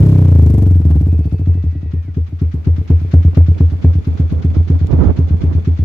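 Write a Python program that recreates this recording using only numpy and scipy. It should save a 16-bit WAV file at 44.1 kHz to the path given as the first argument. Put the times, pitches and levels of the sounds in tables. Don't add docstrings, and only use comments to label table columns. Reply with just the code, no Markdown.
import sys
import numpy as np
from scipy import signal
from scipy.fft import rfft, irfft
from scipy.io import wavfile
from scipy.ndimage import uniform_filter1d

SR = 44100
rng = np.random.default_rng(int(sys.argv[2]) if len(sys.argv) > 2 else 0)


def inscribe(sig):
    pcm = np.round(np.clip(np.atleast_2d(sig).T, -1, 1) * 32767)
    wavfile.write(sys.argv[1], SR, pcm.astype(np.int16))


def field_ratio(decibels):
    return 10 ** (np.asarray(decibels, dtype=float) / 20)


N = 257544
TIME = np.arange(N) / SR
LEAD = SR // 20
IDLE_RATE_HZ = 8.5


def curves(table):
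    t, *columns = np.transpose(table)
    return [np.interp(TIME, t, column) for column in columns]


def ring(x, hz, width_hz):
    return signal.lfilter(*signal.iirpeak(hz, hz / width_hz, fs=SR), x)


def coloured(points, channels):
    hz, db = np.transpose(points)
    gain = field_ratio(np.interp(np.log(np.fft.rfftfreq(N, 1 / SR) + 1), np.log(hz), db))
    x = irfft(rfft(rng.standard_normal((channels, N))) * gain, N)
    return x / x.std(axis=1, keepdims=True)


def walk(rate_hz, channels):
    hold = int(SR / rate_hz)
    steps = np.repeat(rng.standard_normal((channels, N // hold + 1)), hold, axis=1)
    return 2.52 * uniform_filter1d(steps, hold)[:, :N]


def puffs(times, sizes, rise_ms, fall_ms):
    out = np.zeros(N + SR)
    ms = np.arange(SR // 12) * 1000 / SR
    for t, size, rise, fall in np.broadcast(times, sizes, rise_ms, fall_ms):
        i = max(int(t * SR) + LEAD, 0)
        out[i:i + len(ms)] += size * (1 - np.exp(-ms / rise)) ** 2 * np.exp(-ms / fall)
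    return out[:N + LEAD]


def fade(start_s, end_s, edge_s):
    return np.clip(np.minimum(TIME - start_s, end_s - TIME) / edge_s, 0, 1)


def strokes():
    # t/s, rate/Hz
    coast = [
        (-.05, 35.845),
        (.3, 29.218),
        (.55, 24.641),
        (.75, 21.388),
        (.95, 18.665),
        (1.2, 15.377),
    ]
    # t/s, outflow size, decay/ms, shutting surge
    load = [(-.03, 1.9, 3.3, 2.2), (0, 1.3, 4.2, .85), (.03, 1.68, 4.8, 1.15), (.28, 1.22, 6.1, 1.1),
            (.46, 1.87, 8.3, 1.24), (.555, 2.5, 9.4, 1.35), (.62, 2.21, 9.1, 1.17), (.754, .8, 6.1, .38),
            (.802, .18, 3.7, -.52), (.851, 1.73, 8.5, 0), (.901, 1.35, 9.5, .55), (.954, 1.65, 8.7, .35),
            (1.125, 1.0, 8.0, .58), (1.19, 1.0, 8.0, .56)]
    # opens t/s, outflow size, shutting surge
    unburnt = [(1.2535, .87, .61), (1.3224, 1.03, .73), (1.3934, .73, .76), (1.4707, 1.32, .73),
               (1.5505, .6, .5), (1.6379, .89, .43), (1.7257, .04, .27), (1.8287, .52, .32),
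               (2.047, .15, .24), (2.2877, .09, .2), (2.7806, .88, .36), (3.0143, .71, .54),
               (3.2476, 1.89, .57), (3.4824, 1.67, .55), (3.719, .77, .32), (3.9522, 1.32, .49),
               (4.5652, 1.6, .27), (4.8112, 1.22, .4), (5.0544, 1.06, .28), (5.3054, 1.36, .29),
               (5.5485, 1.22, .27), (5.7897, 1.2, .55)]
    # opens t/s, outflow size
    fired = [(1.9324, .55), (2.1657, .85), (2.4133, 1.12), (2.5376, .65), (2.6666, 1.42), (2.8983, 1.86),
             (3.1335, 2.31), (3.3679, 2.43), (3.6014, 1.85), (3.8402, 1.98), (4.0683, .91), (4.1944, 1.26),
             (4.3186, .84), (4.4433, 1.26), (4.6969, 1.34), (4.9306, 1.31), (5.1853, 1.22), (5.4331, 1.16),
             (5.67, 1.18)]
    first_stroke_cycles = .806
    stumble_s, stumble_suck = .7987, .57
    fired_decay_ms, unburnt_decay_ms = 1.15, 10.2
    slow_share, fast_share, fired_share = .271, .196, .277

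    grid = np.arange(coast[0][0], coast[-1][0], 1e-4)
    cycles = np.cumsum(np.interp(grid, *np.transpose(coast))) * 1e-4
    at = np.interp(np.arange(first_stroke_cycles, cycles[-1]), cycles, grid)
    at = np.where(abs(at - stumble_s) < .01, stumble_s, at)
    load_s, *load_columns = np.transpose(load)
    coasting = [at, *(np.interp(at, load_s, column) for column in load_columns)]

    at, size, surge = np.transpose(unburnt)
    fall = unburnt_decay_ms - 1.5 * size - 2.2 * np.clip(1.75 - at, 0, 1)
    slow = [at, size, np.minimum(fall, 4 + 18 * size), surge]

    at, size = np.transpose(fired)
    hot = [at, size, fired_decay_ms + 0 * at, .24 + .13 * size]

    rows = np.hstack([coasting, slow, hot])
    opens, size, fall, surge = rows[:, np.argsort(rows[0])]
    is_fired = fall < 2
    gaps = np.diff(opens)
    rate = 1 / np.where(is_fired, np.r_[gaps, gaps[-1]], np.r_[gaps[0], gaps])
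    share = np.clip(slow_share - .0078 * (rate - 15), fast_share, slow_share)
    open_ms = 1000 * np.where(is_fired, fired_share, share) / rate
    cold_suck = .36 * size + .3 * np.tanh((rate - IDLE_RATE_HZ) / 10)
    suck = np.where(is_fired, .17 - .32 * size, cold_suck)
    suck = np.where(opens == stumble_s, stumble_suck, suck)
    return opens, size, fall, open_ms, surge, suck, rate


def exhaust():
    # f/Hz, width/Hz, signed gain
    flow_rings = [(76.4, 22.1, 2.5), (154.8, 33.0, 12.0), (268.5, 25.9, -19.9), (365.2, 81.8, 13.3),
                  (388.7, 32.1, -18.5)]
    # f/Hz, width/Hz, signed gain
    edge_rings = [(154.5, 31.5, 7.0), (286.9, 30.6, -22.7), (387.1, 84.9, 6.8), (654.4, 147.1, -6.3)]
    # f/Hz, width/Hz, level/dB
    shell = [(173, 74, -10.5), (351.3, 40, -10), (435, 17, -5.5), (684, 120, -21), (676, 170, -24.5)]

    opens, size, fall, open_ms, surge, suck, rate = strokes()
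    shuts = opens + open_ms / 1000
    cold_surge = surge * (fall > 2)
    flow = puffs(opens, size, 1.11 + .65 * fall, fall)
    flow += puffs(shuts, surge, 6.79, 8.98)
    edges = puffs(opens - .0003, suck, 1.69, 1.69)
    edges += puffs(shuts + .0037, .62 * cold_surge - .56 * suck, 2.59, 2.59)
    edges += puffs(shuts + .0035, .25 * np.exp(-size / .25), 1.8, 2.4)
    boom = sum(gain * ring(flow, hz, width) for hz, width, gain in flow_rings)
    boom = boom + sum(gain * ring(edges, hz, width) for hz, width, gain in edge_rings)

    speed = rate / IDLE_RATE_HZ
    open_hit, shut_hit = field_ratio(1.5 * rng.standard_normal((2, len(opens)))) * [speed ** .31, .6 * speed ** .1]
    raps = puffs(opens + .0022, .15 * (suck + .14 * size) * open_hit, 1.0, .17)
    raps += puffs(shuts + .0028, .97 * (cold_surge + .3 * size) * shut_hit, 1.0, .58)
    raps = uniform_filter1d(raps, size=30)
    snap = sum(field_ratio(db + 26.5) * ring(raps, hz, width) for hz, width, db in shell)
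    return boom[LEAD:], snap[LEAD:]


def chamber(boom):
    resonance_hz, q = 85.59, 5.79
    w, damping = 2 * np.pi * resonance_hz / SR, 1 / q
    rumble_cut = signal.bilinear([1, 0, 0], [1, damping * w * SR, (w * SR) ** 2], SR)
    return signal.lfilter(*rumble_cut, signal.lfilter(*rumble_cut, boom))


def whoop():
    from_hz, fired_to_hz, coasting_to_hz, glide_s = 280, 521.5, 457, .020
    level_db, overtone, overtone_db = -22.5, 1.52, -4.5
    heat_left, cooling_s = 1.2, .25

    times, size, fall = strokes()[:3]
    fired = fall < 2
    heat = np.where(fired, 1, heat_left * np.exp(-times / cooling_s) + .12)
    last = np.searchsorted(times, TIME) - 1
    since = TIME - times[last]
    top_hz = np.where(fired, fired_to_hz, coasting_to_hz)[last]
    lag = (top_hz - from_hz) * glide_s * (1 - np.exp(-since / glide_s))
    phase = 2 * np.pi * (top_hz * since - lag)
    hot = np.exp(-TIME / (2 * cooling_s))
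    phase += .4 * (1 - hot) * walk(60, channels=1)[0]
    tone = np.sin(phase) + field_ratio(overtone_db) * (hot + .15) * np.sin(overtone * phase)
    swell = puffs(times + .0048, heat * size, 8.8, 14.15)[LEAD:]
    return swell * field_ratio(level_db + 2.3 * (1 - hot) * walk(120, channels=2)) * tone


def pops():
    # t/s, level/dB
    bursts = [
        (.812, -30.5),
        (.905, -23),
        (0.96, -33),
    ]
    times, db = np.transpose(bursts)
    colour = [(150, -29.5), (380, 3.5), (900, -15.5), (2500, -27.5), (9000, -46.5)]
    return 2.5 * puffs(times, field_ratio(db), 4.2, 6.1)[LEAD:] * coloured(colour, channels=1)


def effort():
    opens, size, fall, *_, rate = strokes()
    force = uniform_filter1d((size + .2) * (1 + 1.5 / fall), size=3)

    def smooth_db(values):
        return 20 * np.log10(uniform_filter1d(np.interp(TIME, opens, values), SR // 5))

    force_db, speed_db = smooth_db(force), smooth_db(rate / IDLE_RATE_HZ)
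    return -78 + .93 * force_db + 1.32 * speed_db, -56.5 + 1.04 * force_db + 1.04 * speed_db


def gated(gate, db, points, flicker_db):
    gate_rms = np.sqrt(uniform_filter1d(gate ** 2, SR // 4))
    level = field_ratio(db + flicker_db * walk(300, channels=2))
    return level * gate / gate_rms * coloured(points, channels=2)


def valve_gear(chatter_db):
    modes = [(2260, 490, -.5), (3410, 85, -3.5), (4320, 300, -13), (6500, 550, -19)]  # f/Hz, width/Hz, level/dB
    ticks = (rng.random((2, N)) < 250 / SR) * rng.standard_normal((2, N))
    head = 0
    for hz, width, db in modes:
        rung = ring(ring(ticks, hz, width), hz, 3 * width)
        head = head + field_ratio(db + chatter_db * (hz > 3000)) * rung
    return head / head.std()


def air(jet_db, intake_db, swirl_db, chatter_db):
    jet_colour = [(1000, -42.5), (3000, -6), (6000, -5), (8000, -7), (12000, -6), (14500, -9), (16000, -16.5)]
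    swirl_colour = [(200, -43.5), (450, 1), (800, 1.5), (1300, -10.5), (2500, -15), (8000, -64.5)]
    gulp_colour = [(400, -38.5), (1200, 1.5), (2400, -4.5), (3500, -7), (6300, -15), (7600, -27), (9000, -77)]

    opens, size, fall, open_ms = strokes()[:4]
    force = (np.abs(size) + .15) * (1 + 2.9 / fall)
    jet = puffs(opens + .00086, force ** .61, 1.6, 4.7)[LEAD:] + .16
    jet += .046 * puffs(opens + .004, force, 4.0, 30.)[LEAD:]
    swirl = puffs(opens + .0011, force, 3.0, 12.0)[LEAD:] + .3
    draw = force ** .3 * field_ratio(2 * rng.standard_normal(len(opens)))
    gulp = puffs(opens - .00079 * open_ms, draw, .37 * open_ms, .29 * open_ms)[LEAD:] + .06
    out = gated(jet, jet_db + 5.5, jet_colour, 1.0)
    out += gated(swirl, swirl_db - 3.5, swirl_colour, .28)
    out += gated(gulp, intake_db - 2.5, gulp_colour, .5)
    out += field_ratio(intake_db - 9.5) * valve_gear(chatter_db)
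    return out * field_ratio(np.array([[.8], [-.8]]))


def wind():
    # f/Hz, level/dB per Hz
    thud_colour = [(35, -19.5), (60, 7), (85, 4), (227, -6), (300, -5.5), (329, -13.5), (396, -13),
                   (443, -16), (1420, -36.5), (5000, -74.5), (6500, -84.5), (11000, -120)]
    # t/s, level/dB
    breeze = [(0, -30), (.22, -31.5), (.36, -48.5), (.78, -46.5), (.9, -32.5), (1.1, -42.5), (2.2, -46),
              (2.9, -33.5), (3.45, -34), (3.88, -27.5), (4.02, -38.5), (4.13, -27.5), (4.85, -27.5),
              (5.2, -25), (5.7, -28), (5.84, -39.5)]
    rasp_colour = [(100, -25), (280, 6), (600, -10), (1400, -24), (3000, -51), (9000, -84.5)]
    left_max_db, gust_db, gust_thud_db = -37, -19, 4
    gust_peak_s, slap_width_s, slap_peak_db, swell_db_per_100ms = 5.03, .022, 8, 7

    off_s = np.abs(TIME - gust_peak_s)
    slap_db = slap_peak_db * np.exp(-(off_s / slap_width_s) ** 2)
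    gust = field_ratio(gust_db - swell_db_per_100ms * off_s * 10) * fade(4.86, 5.14, .04)
    right = field_ratio(curves(breeze)[0])
    ports = np.array([np.minimum(field_ratio(left_max_db), right), right + field_ratio(gust_thud_db) * gust])
    out = ports * field_ratio(4.5 + 2.0 * walk(40, channels=2)) * coloured(thud_colour, channels=2)
    rasp = field_ratio(slap_db + 1.8 * walk(150, channels=1)) * coloured(rasp_colour, channels=1)
    out[1] += gust * rasp[0]
    return out


def clicks():
    # t/s, peak/dB
    ticks = [
        (4.1416, -47),
        (4.8703, -39),
    ]
    times, db = np.transpose(ticks)
    colour = [(500, -23.5), (3000, -.5), (9000, -12), (15000, -16.5)]
    return 2 * puffs(times, field_ratio(db), .11, 1.0)[LEAD:] * coloured(colour, channels=2)


def rooster():
    # t/s, f/Hz
    pitch = [
        (1.08, 618),
        (1.2, 639),
        (1.32, 647),
        (1.49, 659),
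        (1.9, 642),
        (2.04, 603),
        (2.09, 495),
        (2.12, 467),
    ]
    # multiple, start/s, end/s, level/dB
    partials = [
        (3, 1.47, 2.12, -64),
        (4, 1.08, 2.12, -66.5),
        (4, 1.08, 1.17, -66),
        (4, 2.02, 2.12, -67),
        (6, 1.55, 1.9, -79),
        (7, 1.2, 1.43, -70.5),
        (7, 1.5, 1.9, -82),
    ]
    pitch_hz = curves(pitch)[0] * (1 + .002 * walk(60, channels=1)[0])
    phase = 2 * np.pi * np.cumsum(pitch_hz) / SR
    note = np.zeros(N)
    for multiple, start, end, db in partials:
        level = field_ratio(db + walk(30, channels=1)[0]) * fade(start, end, .022)
        note += level * np.sin(round(multiple) * phase)
    return np.sqrt(2) * note * field_ratio(np.array([[-1.5], [1.5]]))


def open_field():
    # f/Hz, level/dB per Hz
    colour = [(180, -30), (300, -5), (337, -16.5), (461, -11), (581, -24), (708, -21), (877, -26),
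              (2440, -33), (3180, -51.5), (3450, -39.5), (15500, -57.5)]
    return field_ratio(-60 + 1.2 * walk(1.3, channels=2)) * coloured(colour, channels=2)


def scene():
    # t/s, intake/dB, left minus right/dB, valve gear chatter/dB
    phone = [
        (0, -45, 0.3, -2),
        (.5, -51.5, 1.5, 0),
        (1.0, -53.5, 0.3, -2),
        (2.1, -54.5, 1.2, -2),
        (3.1, -46, .5, -3.5),
        (4.0, -47.5, 0.2, 5),
        (4.9, -47, -0.5, 6),
        (5.84, -47.5, .2, 5),
    ]
    jet_db, swirl_db = effort()
    intake_db, pan_db, chatter_db = curves(phone)
    boom, snap = exhaust()
    boom = chamber(np.array([boom, field_ratio(-pan_db) * np.roll(boom, 4)]))
    snap = field_ratio(1.0) * np.array([field_ratio(1.5) * snap, np.roll(snap, 8)])
    engine = boom + snap + whoop() + pops() + air(jet_db, intake_db, swirl_db, chatter_db)
    return engine + wind() + clicks() + rooster() + open_field()


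def band_limit(x):
    return signal.sosfilt(signal.butter(12, 15700, fs=SR, output="sos"), x)


def record(dry):
    return band_limit(np.clip(dry, -1, 1))


dry = scene()
out = record(dry)
inscribe(out)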